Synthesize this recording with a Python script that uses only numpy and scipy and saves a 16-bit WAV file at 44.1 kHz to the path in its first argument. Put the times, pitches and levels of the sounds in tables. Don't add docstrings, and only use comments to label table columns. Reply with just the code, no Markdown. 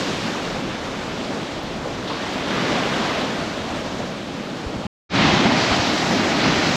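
import sys
import numpy as np
from scipy import signal
from scipy.fft import rfft, irfft, next_fast_len
from scipy.io import wavfile
from scipy.ndimage import uniform_filter1d

SR = 44100
rng = np.random.default_rng(int(sys.argv[2]) if len(sys.argv) > 2 else 0)


def linear_from_db(decibels):
    return 10 ** (np.asarray(decibels, float) / 20)


def bounce(signal):
    frames = np.transpose(np.atleast_2d(signal))
    limited = np.clip(frames, -1, 1)
    pcm = np.round(limited * 32767).astype(np.int16)
    wavfile.write(sys.argv[1], SR, pcm)


N = 298097
NEAR_FROM_S = 5

# (time [s], lift or, if negative, dip [dB], centre [Hz], decay to 1/e [s])
LIFTS_AND_DIPS = [(.272, 5, 1200, .015), (1.2, 1, 300, .08), (5.18, 3, 4000, .1), (.03, 1, 3500, .08),
                  (1.36, 5, 500, 0.059), (1.86, 8, 537, .04), (2.08, 9, 3600, 0.054),
                  (2.08, 4.5, 5500, .07), (2.09, 1, 2000, .06), (2.105, 10, 1110, 0.041),
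                  (2.215, 6, 1600, .03), (2.3, 2, 6030, 0.037), (2.37, 5, 600, 0.026), (2.5, 1, 3200, 0.06),
                  (2.53, 1, 1500, .08), (2.75, 2.5, 3000, 0.065), (3.05, -1, 2000, .08),
                  (2.62, 4, 250, 0.045), (2.72, 3.5, 500, 0.08), (2.85, -3, 250, .04),
                  (2.98, 4, 330, 0.028), (3.0, 4, 704, .05), (3.375, 7, 587, 0.027), (3.75, 4.5, 1790, .04),
                  (4.0, 3, 500, 0.057), (5.16, 3.5, 200, 0.091), (5.17, 1.5, 2200, 0.041),
                  (5.19, 6.5, 930, 0.1), (5.28, 6.5, 930, 0.12), (5.45, 3, 750, 0.046),
                  (5.51, 9, 786, 0.053), (5.72, 5.5, 950, .05), (6.13, 4, 320, 0.056),
                  (6.27, 1, 330, 0.039), (6.1, -4.5, 3000, .06), (6.42, 1.5, 3500, 0.074),
                  (6.45, 3, 1200, 0.035), (6.67, 10.5, 180, 0.055)]


def rms_one(x):
    return x / np.sqrt(np.mean(x ** 2) + 1e-20)


def in_time(rows):
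    s, *columns = np.transpose(rows)
    return np.array([np.interp(np.arange(N) / SR, s, column) for column in columns])


def at_hz(points, hz):
    points_hz, points_db = np.transpose(points)
    return np.interp(np.log(hz), np.log(points_hz), points_db)


def drift(pole_hz):
    r = np.exp(-2 * np.pi * pole_hz * 40 / SR)
    noise = rng.standard_normal(N // 40 + 2002)
    slow = signal.lfilter([1], [1, -2 * r, r * r], noise)[2000:]
    return np.interp(np.arange(N) / 40, np.arange(len(slow)), rms_one(slow))


def ring(clicks, hz, t60_s):
    r, w = linear_from_db(-60 / (t60_s * SR)), 2 * np.pi * hz / SR
    return signal.lfilter([0, np.sin(w)], [1, -2 * r * np.cos(w), r * r], clicks + 1e-18)


def surf(levels_db, colour, span_s, shared_db, patchy_db):
    # (low [Hz], high [Hz])
    voice_limits_hz = [(25, 120), (120, 400), (400, 1200), (1200, 2800), (2800, 5500), (5500, 8800),
                       (9200, 14800)]
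    # (frequency [Hz], side against mid [dB])
    side_ratio = [(30, -28), (60, -33.5), (200, -49), (400, -44), (1000, -39), (2300, -33.5), (4000, -28.5),
                  (8300, -16.5), (9000, -41), (11200, -22.5), (12000, -1), (14500, -1.5)]
    part = slice(round(span_s[0] * SR), round(span_s[1] * SR))
    size = next_fast_len(part.stop - part.start)
    hz = np.maximum(np.arange(size // 2 + 1) * SR / size, 1)
    shape = linear_from_db(at_hz(colour, hz))
    bursts = bursting(per_s=2500, spread_db=3.0, share=0.08)[part]
    mid = rfft(bursts, size) * shape
    side = rfft(rng.standard_normal(size)) * shape * linear_from_db(at_hz(side_ratio, hz))
    spectra = np.array([mid, side])

    power = [2 * np.sum(shape[(hz > low) & (hz < high)] ** 2) / size for low, high in voice_limits_hz]
    swell_db = levels_db[:, part] - 10 * np.log10(power)[:, None]
    middles = np.log([np.sqrt(low * high) for low, high in voice_limits_hz])
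    centres = np.linspace(np.log(40), np.log(14000), 22)
    change_hz = np.array(LIFTS_AND_DIPS)[:, 2]
    changes_db = lifts_and_dips()[:, part]
    together = drift(pole_hz=24.0)[part]
    out = np.zeros((2, N))
    for k, centre in enumerate(centres):
        window = np.interp(np.log(hz), centres, np.arange(len(centres)) == k)
        weights = np.array([np.interp(centre, middles, row) for row in np.eye(len(middles))])
        octaves_off = np.log2(np.exp(centre) / change_hz)
        near = np.exp(-(octaves_off / 0.4) ** 2)
        flicker_db = patchy_db + 0.27 * (centre > np.log(3000))
        chance_db = shared_db * together + flicker_db * drift(pole_hz=7.0)[part]
        gain = linear_from_db(weights @ swell_db + near @ changes_db + chance_db)
        out[:, part] += gain * irfft(window * spectra, size)[:, :len(gain)]
    return out


def voices(sea, rule):
    rule = np.array(rule)
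    means_db = np.mean(np.array(sea)[:, 1:], axis=0)
    swings_db = in_time(sea) - means_db[:, None]
    return rule[:, :1] + rule[:, 1:] @ swings_db


def bursting(per_s, spread_db, share):
    sizes = linear_from_db(spread_db * np.minimum(rng.exponential(1, N), 5)) * rng.choice([-1, 1], N)
    bursts = rms_one(sizes * (rng.random(N) < per_s / SR))
    share = np.clip(share, 0, 1)
    return np.sqrt(1 - share) * rng.standard_normal(N) + np.sqrt(share) * bursts


def lifts_and_dips():
    onset_s = 0.006
    change_s, change_db, _, decay_s = np.transpose(LIFTS_AND_DIPS)[:, :, None]
    late_s = np.arange(N) / SR - change_s
    return change_db * np.exp(-np.where(late_s < 0, (late_s / onset_s) ** 2, late_s / decay_s))


def plops(level_db, per_s, low_hz, high_hz, cycles):
    sizes = linear_from_db(5.8 * np.minimum(rng.exponential(1, N), 3)) * (rng.random(N) < per_s / SR)
    pitches_hz = np.geomspace(low_hz, high_hz, 16)
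    dealt = rng.integers(0, 16, N)
    rings = sum(ring(sizes * (dealt == k), hz, cycles / hz) for k, hz in enumerate(pitches_hz))
    softened = signal.lfilter([.1], [1, -.9], rings)
    return linear_from_db(level_db) * rms_one(softened)


def bumps():
    # (time [s], peak before the microphone [dB], frequency [Hz])
    thumps = [(2.36, -14, 260), (4.668, -20, 70), (4.701, -25, 170), (4.768, -24, 85), (4.855, -20, 150),
              (4.865, -20, 138), (5.456, -8.5, 200), (5.718, -19, 85), (5.799, -15, 120)]
    t_s, out = np.arange(N) / SR, np.zeros(N)
    for s, db, hz in thumps:
        cycles = (t_s - s) * hz
        out -= linear_from_db(db) * np.exp(-(cycles / 0.5) ** 2) * np.cos(2 * np.pi * cycles)
    return out


def ticks():
    # (time [s], height of the mid ring before decay [dB])
    tick_rows = [(1.6327, -38.5), (2.3376, -40)]
    clicks = np.zeros(N)
    for s, db in tick_rows:
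        clicks[round(s * SR)] = linear_from_db(db)
    return ring(clicks, 13500, t60_s=.004) * np.array([[1], [.6]])


def flicker(side):
    # (time [s], gain [dB])
    low_gain = [(0, 1), (5.0, 1), (5.1, -14), (5.7, -14), (5.75, 6), (6.76, 6)]
    # (time [s], gain [dB])
    top_gain = [(0, 0), (5.0, 2), (5.05, -21), (5.66, -17), (5.95, 3.5), (6.76, 5)]
    on = (drift(pole_hz=4.0) > .2) * linear_from_db(in_time(low_gain)[0])
    low = signal.sosfilt(signal.cheby2(10, 50, 10500, fs=SR, output="sos"), side)
    top = signal.sosfilt(signal.cheby2(10, 50, 9500, "high", fs=SR, output="sos"), side)
    return low * uniform_filter1d(on, size=400) + top * linear_from_db(in_time(top_gain)[0])


def scene():
    # (frequency [Hz], relative density [dB per Hz])
    far_colour = [(12, -41), (20, -16), (48, -13.5), (113, -8.5), (181, -4), (225, -3.5), (266, -2.5),
                  (402, -5), (591, -1.5), (1390, -9.5), (3640, -20), (7040, -35), (9270, -47), (10300, -50),
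                  (14400, -56)]
    near_colour = [(12, -59), (20, -32), (86, -8.5), (149, -5.5), (281, -3.5), (487, -9.5), (678, -4),
                   (970, -7), (2040, -4), (4290, -14.5), (6660, -28), (7860, -35), (9020, -50.5),
                   (10300, -41.5), (12300, -47), (12900, -45), (14400, -48)]
    # (time [s], rumble [dB], roar [dB], wash [dB], rush [dB], treble [dB])
    far_sea = [(0, -45, -26, -29, -31.5, -35.5), (.2, -37, -32, -33.5, -30.5, -39.5),
               (.35, -44, -29.5, -29.5, -32, -40.5), (.45, -43, -29.5, -31.5, -32, -41.5),
               (.55, -33.5, -33, -30, -33.5, -43), (.67, -37, -30, -32.5, -34, -46.5),
               (.85, -41, -33.5, -33, -33, -44.5), (1.15, -39, -32, -32, -35, -45),
               (1.35, -48, -28, -32.5, -34.5, -44.5), (1.6, -35.5, -35, -33, -35.5, -46.5),
               (2.06, -36.5, -31.5, -34, -36, -46.5), (2.15, -41, -32.5, -31.5, -33, -45.5),
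               (2.3, -41.5, -32, -31, -31.5, -42.5), (2.47, -40, -29, -30, -30.5, -43),
               (2.53, -43, -28, -27.5, -27, -41), (2.72, -39, -24.5, -25.5, -27.5, -40.5),
               (2.87, -41.5, -30.5, -26.5, -27.5, -39), (2.97, -43, -23.5, -29, -26.5, -39.5),
               (3.17, -44.5, -28, -27, -27, -41), (3.27, -46, -26, -29, -31, -42),
               (3.45, -39.5, -30.5, -31, -32, -43.5), (3.65, -42, -31.5, -30.5, -34.5, -44.5),
               (3.78, -35, -32, -29.5, -34.5, -43), (3.9, -43, -30, -31, -36.5, -44.5),
               (4.06, -37.5, -29, -30.5, -36.5, -46), (4.15, -47, -30, -35.5, -36.5, -47.5),
               (4.55, -47, -31, -35.5, -36.5, -47.5), (4.86, -43, -30, -32.5, -37.5, -49)]
    near_sea = [(5.17, -26, -20.5, -22.5, -20, -35), (5.26, -31, -20, -25, -20, -34.5),
                (5.35, -23, -17, -24.5, -20.5, -34), (5.46, -50, -18, -22, -22.5, -37),
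                (5.55, -34, -20.5, -23.5, -21, -35.5), (5.63, -34, -26, -22, -22, -33),
                (5.76, -28, -24, -23.5, -22.5, -33.5), (5.86, -39, -26.5, -22, -24, -33),
                (5.97, -41, -24, -24, -25.5, -34), (6.05, -33, -23, -24, -25, -34.5),
                (6.15, -39, -22, -22.5, -24, -34.5), (6.37, -38, -23, -23.5, -24, -36),
                (6.46, -30, -20, -19.5, -22.5, -34), (6.56, -30.5, -23.5, -23.5, -22.5, -34.5),
                (6.67, -37, -23.5, -22.5, -23, -33.5), (6.76, -32.5, -25.5, -23.5, -25, -32)]
    # (mean level [dB],
    # share of the swing of rumble [dB/dB], of roar [dB/dB], of wash [dB/dB], of rush [dB/dB], of treble [dB/dB])
    far_rule = [(-43, 0.94, 0.092, 0.075, -0.12, 0), (-28.5, 0.15, 0.85, 0.05, 0.096, 0),
                (-32, 0, 0, 0.83, 0.057, 0), (-35, 0.11, 0.2, 0.12, 1, 0), (-35.5, 0, 0, 0.2, 0.46, 0.48),
                (-45, 0.14, 0.2, 0.023, -0.11, 0.97), (-62, 0, 0.06, 0, 0.15, 0.62)]
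    near_rule = [(-38.5, 1, 0, 0, 0, 0.07), (-21.5, 0, 0.99, 0.064, 0.17, 0.091),
                 (-24.5, 0.011, 0.069, 0.87, -0.018, 0), (-27, 0.012, 0.3, 0, 0.82, 0),
                 (-27, 0, 0.078, 0.098, 1, 0.9), (-34.5, 0.035, 0.2, 0, -0.58, 0.94),
                 (-59, 0, 0, 0.083, -.5, .8)]
    far_db, near_db = voices(far_sea, far_rule), voices(near_sea, near_rule)
    sea = surf(far_db, far_colour, (0, NEAR_FROM_S), shared_db=0.35, patchy_db=0.6)
    sea += surf(near_db, near_colour, (NEAR_FROM_S, N / SR), shared_db=0.4, patchy_db=0.82)
    is_far = np.arange(N) < NEAR_FROM_S * SR
    wash_db = np.where(is_far, far_db[2], near_db[2])
    foam_db = np.where(is_far, far_db[4], near_db[4])
    sea[0] += plops(wash_db - 9.5, per_s=200, low_hz=260, high_hz=1500, cycles=29.0)
    sea[0] += plops(foam_db - 7.0, per_s=600, low_hz=1200, high_hz=6200, cycles=22.0)
    sea[0] += bumps()
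    mid, side = sea + ticks()
    side = flicker(side)
    return np.array([mid + side, mid - side])


def top_edge(x):
    # (time [s], edge of the 40 dB stop band [Hz])
    edge_rows = [(0, 15050), (5.0, 14860), (5.1, 13000), (5.26, 13600), (5.72, 13800), (5.8, 14550),
                 (5.92, 14900), (6.76, 15200)]
    edges_hz = np.linspace(12800, 15200, 7)
    edge_hz = in_time(edge_rows)[0]
    cut = [signal.sosfilt(signal.cheby2(12, 40, hz, fs=SR, output="sos"), x) for hz in edges_hz]
    weights = [np.interp(edge_hz, edges_hz, row) for row in np.eye(len(edges_hz))]
    return sum(w * y for w, y in zip(weights, cut))


def notch(x):
    notch_hz, width_hz, depth_db = 8880, 200, -30
    size = next_fast_len(N)
    hz = np.arange(size // 2 + 1) * SR / size
    gap_db = depth_db * (hz > notch_hz) * np.exp(-((hz - notch_hz) / width_hz) ** 2)
    return irfft(rfft(x, size) * linear_from_db(gap_db), size)[:, :N]


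def roll_off(x):
    return signal.sosfilt(signal.butter(12, 14980, fs=SR, output="sos"), x)


def record(dry):
    cut_s, cut_fade_s, return_s, return_fade_s = 4.8681, .0004, 5.091, .068
    t_s = np.arange(N) / SR
    rounded = 0.91 * np.tanh(dry / 0.89)
    treble_shaped = notch(top_edge(rounded))
    heard = signal.sosfilt(signal.butter(2, 22, "high", fs=SR, output="sos"), treble_shaped)
    before = np.clip((cut_s - t_s) / cut_fade_s, 0, 1)
    after = np.clip((t_s - return_s) / return_fade_s, 0, 1) ** 1.4
    return roll_off(heard * (before + after))


dry = scene()
out = record(dry)
bounce(out)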